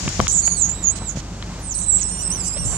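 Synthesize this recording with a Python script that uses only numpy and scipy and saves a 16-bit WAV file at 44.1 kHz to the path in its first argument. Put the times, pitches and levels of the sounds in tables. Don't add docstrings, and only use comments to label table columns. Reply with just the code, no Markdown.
import sys
import numpy as np
from scipy import signal
from scipy.fft import rfft, irfft
from scipy.io import wavfile
from scipy.ndimage import uniform_filter1d

SR = 44100
rng = np.random.default_rng(int(sys.argv[2]) if len(sys.argv) > 2 else 0)


def to_wav(s):
    ch = np.atleast_2d(s).T
    pcm = np.round(np.clip(ch, -1, 1) * 32767)
    wavfile.write(sys.argv[1], SR, pcm.astype(np.int16))


N = 122157
T = np.arange(N) / SR
BINS = np.maximum(np.fft.rfftfreq(N, 1 / SR), 1)
CUTOFF_HZ = 15800


def from_db(db):
    return 10 ** (np.asarray(db) / 20)


def rms_one(x):
    return x / np.sqrt(np.mean(x ** 2) + 1e-20)


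def in_time(rows):
    s, *columns = np.transpose(rows)
    return [np.interp(T, s, c) for c in columns]


def at_hz(points, hz):
    points_hz, values = np.array(points).T
    return np.interp(np.log(hz), np.log(points_hz), values)


def gate(start, end, fade):
    return np.clip(np.minimum(T - start, end - T) / fade + .5, 0, 1)


def swell(centre, length):
    return np.exp(-2 * ((T - centre) / length) ** 2)


def panned(pan_db):
    return from_db(np.array([[.5], [-.5]]) * pan_db)


def shaped(gain):
    return rms_one(irfft(rfft(rng.standard_normal(N)) * gain, N))


def drift(hz):
    return shaped(1 / (1 + (BINS / hz) ** 2))


def noise(spectrum):
    low_fall = np.minimum(BINS / spectrum[0][0], 1) ** 4
    return shaped(from_db(at_hz(spectrum, BINS)) * low_fall)


def band(x, low_hz, high_hz):
    sos = signal.butter(3, [low_hz, high_hz], "band", fs=SR, output="sos")
    return signal.sosfilt(sos, x + 1e-18) * np.sqrt(SR / 2 / (high_hz - low_hz))


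CONTACT_S = .00004


def click(s, db):
    pulse = np.exp(-.5 * ((T - s) / CONTACT_S) ** 2)
    return from_db(db) * pulse / (pulse.sum() + 1e-12)


def strike(clicks, modes):
    out = 0
    for hz, db, t60 in modes:
        radius = from_db(-60 / (t60 * SR))
        angle = 2 * np.pi * hz / SR
        poles = [1, -2 * radius * np.cos(angle), radius * radius]
        out = out + from_db(db) * signal.lfilter([0, np.sin(angle)], poles, clicks + 1e-18)
    return out


# frequency_hz [Hz], relative_level_db [dB per Hz]
AIR_SPECTRUM = [(38, -34), (47, -15.5), (62, -7), (125, -9.5), (180, -7.5), (240, -13.5), (480, -20.5),
                (1000, -21), (1800, -28), (3700, -30.5), (6300, -28), (7500, -28.5), (9200, -41.5),
                (12000, -54), (15500, -60)]
# frequency_hz [Hz], left_right_correlation [-1 to 1]
AIR_CORRELATION = [(60, 1), (150, 0.98), (300, 0.97), (1000, 0.72), (2500, 0.95), (6000, 0.06),
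                   (12000, 0.04)]
AIR_DB, AIR_SWELL_DB = -34, 1.5


def air():
    alike = np.clip(at_hz(AIR_CORRELATION, BINS), -1, 1)
    mid = irfft(rfft(noise(AIR_SPECTRUM)) * np.sqrt((1 + alike) / 2), N)
    side = irfft(rfft(noise(AIR_SPECTRUM)) * np.sqrt((1 - alike) / 2), N)
    return from_db(AIR_DB + AIR_SWELL_DB * drift(3.1)) * np.array([mid + side, mid - side])


# crank_rate_multiple [ratio], level_db [dB rms]
ENGINE_ORDERS = [(1, -48.5), (2, -34.5), (3, -42), (4, -40), (5, -49), (13, -53.5)]
CRANK_HZ, CRANK_WANDER = 24.85, 0.0057
THROB_HZ, THROB_DB, THROB_S = 178.4, -32.5, .032
THROB_AT_S, THROB_PERIOD_S = .522, .1607


def engine():
    turns = np.cumsum(CRANK_HZ * (1 + CRANK_WANDER * drift(2.95))) / SR
    orders = 0
    for multiple, db in ENGINE_ORDERS:
        orders = orders + from_db(db) * np.sin(2 * np.pi * (round(multiple) * turns + rng.random()))
    from_throb = (T - THROB_AT_S + THROB_PERIOD_S / 2) % THROB_PERIOD_S - THROB_PERIOD_S / 2
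    throb = from_db(THROB_DB) * np.exp(-2 * (from_throb / THROB_S) ** 2)
    hum = throb * np.sin(2 * np.pi * THROB_HZ * turns / CRANK_HZ)
    return np.sqrt(2) * (orders + hum)


# centre_s [s], length_s [s], level_db [dB]
WIND_PUFFS = [(0.052, 0.042, -27), (.225, 0.049, -22), (2.678, 0.13, -27)]
# frequency_hz [Hz], relative_level_db [dB]
WIND_SPECTRUM = [(60, 0), (100, 2), (170, -4), (300, -19.5), (700, -22), (1400, -30), (4000, -73),
                 (12000, -88)]


def wind():
    force = sum(from_db(db) * swell(s, length) for s, length, db in WIND_PUFFS)
    return force * np.array([noise(WIND_SPECTRUM), noise(WIND_SPECTRUM)])


# centre_s [s], level_db [dB], low_hz [Hz], high_hz [Hz]
RUSTLE_EVENTS = [(1.022, -35, 300, 1050), (2.571, -35, 328.5, 650), (2.575, -37, 1500, 4800),
                 (2.735, -34.5, 625, 1520)]
RUSTLE_S = 0.018


def rustles():
    out = 0
    for s, db, low, high in RUSTLE_EVENTS:
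        scuff = band(rng.standard_normal(N), low, high)
        out = out + from_db(db) * swell(s, RUSTLE_S) * scuff
    return out


# [dB, left minus right]
TICK_EVENTS = [(.08, -21, 1400, 3300, 3), (.0905, -13, 4500, 8000, 2), (.2125, -13, 4500, 8500, 7),
               (.2695, -13, 900, 4100, 5), (.28, -12, 3600, 7500, -4), (.478, -13, 450, 2600, -2),
               (1.425, -17.5, 900, 4000, 2)]
TICK_T60_S, TICK_TAIL_DB, TICK_TAIL_T60_S = .006, -20, .05


def ticks():
    out, crack, tail = 0, rng.standard_normal(N), rng.standard_normal((2, N))
    for s, db, low, high, pan in TICK_EVENTS:
        fall_db = -60 * np.maximum(T - s, 0)
        direct = crack * from_db(fall_db / TICK_T60_S)
        diffuse = tail * from_db(TICK_TAIL_DB + fall_db / TICK_TAIL_T60_S)
        burst = (T >= s) * (direct + diffuse)
        out = out + from_db(db) * panned(pan) * band(burst, low, high)
    return out


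# start_s [s], level_db [dB]
BUMP_EVENTS = [(.062, -22.5), (.077, -17), (0.1951, -12.5), (1.02, -21), (1.157, -25.5), (1.172, -19),
               (2.66, -30)]
# pitch_hz [Hz], level_db [dB], t60_s [s]
BODYWORK_MODES = [(97, -11.5, 0.16), (139, -3.5, 0.096), (216, 1.5, 0.037), (338, -13, 0.027),
                  (554, -4, .02), (880, -21, 0.0043)]


def bumps():
    return strike(sum(click(s, db) for s, db in BUMP_EVENTS), BODYWORK_MODES)


# [dB, left minus right]
KNOCK_EVENTS = [(0.0783, -21.5, -1), (.1955, -26.5, -16), (0.2015, -7.5, 17.5), (1.021, -43, -12)]
# pitch_hz [Hz], level_db [dB], t60_s [s]
PLASTIC_MODES = [(530, -26, 0.16), (723, -3.5, 0.011), (1147, -0.5, 0.012), (1400, 5, 0.0032),
                 (2120, 5, 0.0028), (3150, -14.5, 0.021)]


def knocks():
    return strike(sum(click(s, db) * panned(pan) for s, db, pan in KNOCK_EVENTS), PLASTIC_MODES)


# [dB, left minus right]
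RUB_STROKES = [(-.01, 0.21, -29.5, 3), (0.207, 0.066, -29.5, 4.5), (0.954, 0.036, -39, -16),
               (1.158, 0.05, -37, -12), (1.981, 0.054, -36.5, -4)]
# frequency_hz [Hz], relative_level_db [dB]
RUB_SPECTRUM = [(1500, -6.5), (3900, -6.5), (5500, -1.5), (7000, 2.5), (9200, -19), (12000, -31),
                (15500, -45)]
RUB_FADE_S = 0.0064


def rubs():
    level = 0
    for s, length, db, pan in RUB_STROKES:
        level = level + from_db(db) * panned(pan) * gate(s, s + length, RUB_FADE_S)
    return level * np.array([noise(RUB_SPECTRUM), noise(RUB_SPECTRUM)])


# time_s [s], pitch_hz [Hz, slip rate], roughness [0 clean, about 1 rough]
SQUEAK_GLIDES = [
    [(.279, 3296, 0.96), (.312, 3256, 1.36), (.324, 3850, 0.58), (.35, 3680, 0.8), (.39, 3440, 0.6),
     (.42, 3750, 1.2)],
    [(.415, 2246, 0.3), (.45, 2213, 0.48), (.468, 2378, 0.3), (.50, 2230, 0.6), (.53, 2230, 0.35),
     (.555, 2240, .4), (.585, 2097, 0.4), (.618, 2035, 0.12)],
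    [(.56, 4097, 0.75), (.605, 3830, 0.69), (.622, 3395, 0), (.655, 3165, 0.93), (.69, 3570, 0.4),
     (.715, 3477, 0.24), (.75, 3830, 0.33), (.78, 3860, 0.15), (.80, 3810, 0), (.822, 3800, 0.04)],
    [(.818, 3870, 0.16), (.842, 3400, 0.06), (.878, 3270, 0.12), (.892, 3260, 0.02), (.912, 3690, 0.69),
     (.926, 3980, 0), (.97, 4063, 0.24), (1.01, 3980, 0.24), (1.045, 3950, 0), (1.08, 3650, 0.35),
     (1.10, 3270, 0.65), (1.135, 3310, 1)],
    [(1.59, 12200, 0.12), (1.62, 10360, 0.42), (1.638, 8680, 0.37), (1.67, 8380, 0.32), (1.695, 7700, 0.36),
     (1.717, 6230, 0.3), (1.748, 5180, 0)],
    [(1.742, 4620, 0.54), (1.755, 3966, 0.52), (1.78, 4415, 0.44), (1.82, 3890, 1.36), (1.85, 4020, 1.07),
     (1.868, 3996, 0.08), (1.90, 3852, 0.08), (1.917, 3880, 0.23), (1.926, 3637, 0.17), (1.94, 3890, 0.31),
     (1.975, 3780, 0.19), (1.99, 3846, 1.23), (2.008, 3976, 0.14), (2.018, 3190, 0.6), (2.04, 2730, 0.15)],
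    [(2.03, 2690, 0.02), (2.055, 2611, 0.26), (2.095, 2724, 0.33), (2.115, 2822, 0.01), (2.15, 2852, 0.06),
     (2.18, 2827, 0), (2.218, 2957, 0.1)],
    [(2.217, 2714, 0.2), (2.238, 2734, 0.02), (2.275, 2697, 0), (2.305, 2673, 0.02), (2.33, 3143, 0.08),
     (2.37, 2820, 0.3), (2.39, 2638, 0.18), (2.432, 2393, 0.18), (2.45, 2464, 0.97), (2.48, 2536, 0.37),
     (2.52, 2465, 0.15), (2.555, 2666, 0.2), (2.60, 2840, 0.22), (2.65, 2675, 0.1)],
    [(2.435, 2996, 0.5), (2.48, 2810, 0.4)],
    [(2.645, 2736, 0.79), (2.68, 3032, 0.33), (2.715, 3060, 0.65), (2.75, 2820, 0.36), (2.775, 2930, 0)],
]
SQUEAK_PURITY = [0.86, 0.76, 0.9, 1.69, 1.43, 0.93, 1.02, 0.82, 0.77, 0.91]
SECOND_HARMONIC_DB = [-0.5, 7.5, 6, 1.5, -8, 5, -0.5, 2.5, -3, -6.5]
# [dB, before purity and peaking]
PART_RESONANCE = [(2200, -17.5), (2800, -28.5), (3500, -13), (4000, -8.5), (4500, -10), (5600, -4.5),
                  (6900, 2.5), (8000, 0.5), (8900, -3.5), (10000, -11.5), (11300, -26), (13000, -37),
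                  (15000, -83)]
# frequency_hz [Hz], gain_db [dB]
SIDE_RADIATION = [(2200, -33), (2700, -19.5), (3700, -33.5), (11800, -31.5), (15500, -57)]
# frequency_hz [Hz], relative_level_db [dB]
RASP_SPECTRUM = [(2000, -40), (3500, -22), (5000, -18.5), (6200, 9), (7200, -3), (8500, -5), (9200, -14),
                 (10000, -36), (13000, -44), (15000, -61)]
# start_s [s], end_s [s], in_between_partials_db [dB]
PERIOD_DOUBLINGS = [(2.079, 2.228, -13), (2.65, 2.8, -3)]
DOUBLING_FADE_S = .03
PEAKING_PER_DB, USUAL_LEVEL_DB = .2, -28
JITTER, JITTER_HZ = .05, 450
WAVER, WAVER_HZ = .007, 60
SHIMMER_DB, RASP_DB = 4.5, -8


def stick_slip(level_db):
    peaking = np.maximum(2.0 + PEAKING_PER_DB * (level_db - USUAL_LEVEL_DB), .85)
    jitter, waver, shimmer = drift(JITTER_HZ), drift(WAVER_HZ), drift(JITTER_HZ)
    rasp = noise(RASP_SPECTRUM)
    doubling = sum(from_db(db) * gate(start, end, DOUBLING_FADE_S) for start, end, db in PERIOD_DOUBLINGS)
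    source = np.zeros(N)
    for rows, purity, octave_db in zip(SQUEAK_GLIDES, SQUEAK_PURITY, SECOND_HARMONIC_DB):
        hz, rough = in_time(rows)
        contact = gate(rows[0][0], rows[-1][0], 0.0073)
        on = contact > 0
        slip_hz = hz * (1 + JITTER * rough * jitter + WAVER * waver)
        phase = 2 * np.pi * np.cumsum(slip_hz[on]) / SR
        tone = 0
        for k in np.arange(2, 13) / 2:
            partial_hz = k * hz[on]
            resonance_db = at_hz(PART_RESONANCE, partial_hz) * purity * peaking[on]
            resonant = from_db(resonance_db + octave_db * (k == 2))
            gain = (resonant + from_db(at_hz(SIDE_RADIATION, partial_hz))) * (partial_hz < CUTOFF_HZ)
            tone = tone + gain * np.sin(k * phase) * (doubling[on] if k % 1 else 1)
        friction = from_db(RASP_DB) * (rough * rasp)[on]
        source[on] += contact[on] * from_db(SHIMMER_DB * rough * shimmer)[on] * (tone + friction)
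    return source


CABIN_T60_S = 0.07


def cabin(x, wet_db):
    t = T[:SR // 8]
    echoes = rng.standard_normal(len(t)) * from_db(-60 * t / CABIN_T60_S)
    return x + from_db(wet_db) * signal.fftconvolve(x, echoes / np.linalg.norm(echoes))[:N]


# [dB, before the side levels]
FIRST_RUN_LEVEL = [(0.28, -24), (0.4, -18), (0.418, -30.5), (0.476, -16.5), (0.498, -30.5), (0.524, -20.5),
                   (0.556, -32.5), (0.578, -25), (.612, -22.5), (.617, -17), (0.654, -21), (0.684, -30.5),
                   (0.7, -22.5), (0.77, -39), (0.824, -41.5), (0.834, -26), (0.882, -16.5), (0.9, -19),
                   (0.95, -43), (0.964, -33), (0.982, -42.5), (1.048, -39.5), (1.096, -26.5), (1.15, -52)]
# [dB, before the side levels]
SECOND_RUN_LEVEL = [(1.59, -57), (1.648, -38.5), (1.728, -28), (1.736, -40), (1.75, -26.5), (1.848, -28.5),
                    (1.858, -38), (1.863, -27.5), (1.882, -26.5), (1.886, -19.5), (1.904, -16.5),
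                    (1.914, -19.5), (1.966, -16.5), (2.0, -32.5), (2.006, -24), (2.178, -33.5),
                    (2.282, -25), (2.291, -41.5), (2.305, -24), (2.378, -34), (2.415, -26), (2.425, -34),
                    (2.486, -24.5), (2.492, -30), (2.648, -31), (2.658, -26), (2.77, -29.5)]
# [dB, added to the left level]
FAR_SIDE_LEVEL = [(.3, -0.5), (1.1, -9), (1.7, 0), (1.93, -5), (2.2, 0), (2.7, -4)]
SQUEAK_LEFT_DB, SQUEAK_RIGHT_DB = -2.5, 7.5
CABIN_LEFT_DB, CABIN_RIGHT_DB = 12, 9.5


def squeaks():
    level_db, = in_time(list(FIRST_RUN_LEVEL) + list(SECOND_RUN_LEVEL))
    far_db, = in_time(FAR_SIDE_LEVEL)
    source = stick_slip(level_db)
    sounding = sum(gate(run[0][0], run[-1][0], 0.0033) for run in (FIRST_RUN_LEVEL, SECOND_RUN_LEVEL))
    sides = []
    for side_db, wet_db in (SQUEAK_LEFT_DB + far_db, CABIN_LEFT_DB), (SQUEAK_RIGHT_DB, CABIN_RIGHT_DB):
        heard = cabin(source, wet_db)
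        power = np.abs(uniform_filter1d(heard ** 2, size=500))
        even = heard / np.sqrt(power + 1e-6)
        sides.append(even * sounding * from_db(level_db + side_db))
    return np.array(sides)


LEFT_LAG_S = .000068


def scene():
    friction = squeaks() + rubs() + rustles()
    impacts = bumps() + knocks() + ticks()
    background = engine() + air() + wind()
    left, right = friction + impacts + background
    lagged = irfft(rfft(left) * np.exp(-2j * np.pi * BINS * LEFT_LAG_S), N)
    return np.array([lagged, right])


LOW_CUT_HZ = 27.6


def record(dry):
    low_cut = signal.butter(3, LOW_CUT_HZ, "high", fs=SR, output="sos")
    top_cut = signal.ellip(10, .1, 80, CUTOFF_HZ, fs=SR, output="sos")
    lean = signal.sosfilt(low_cut, dry)
    return signal.sosfilt(top_cut, np.clip(lean, -1, 1))


dry = scene()
out = record(dry)
to_wav(out)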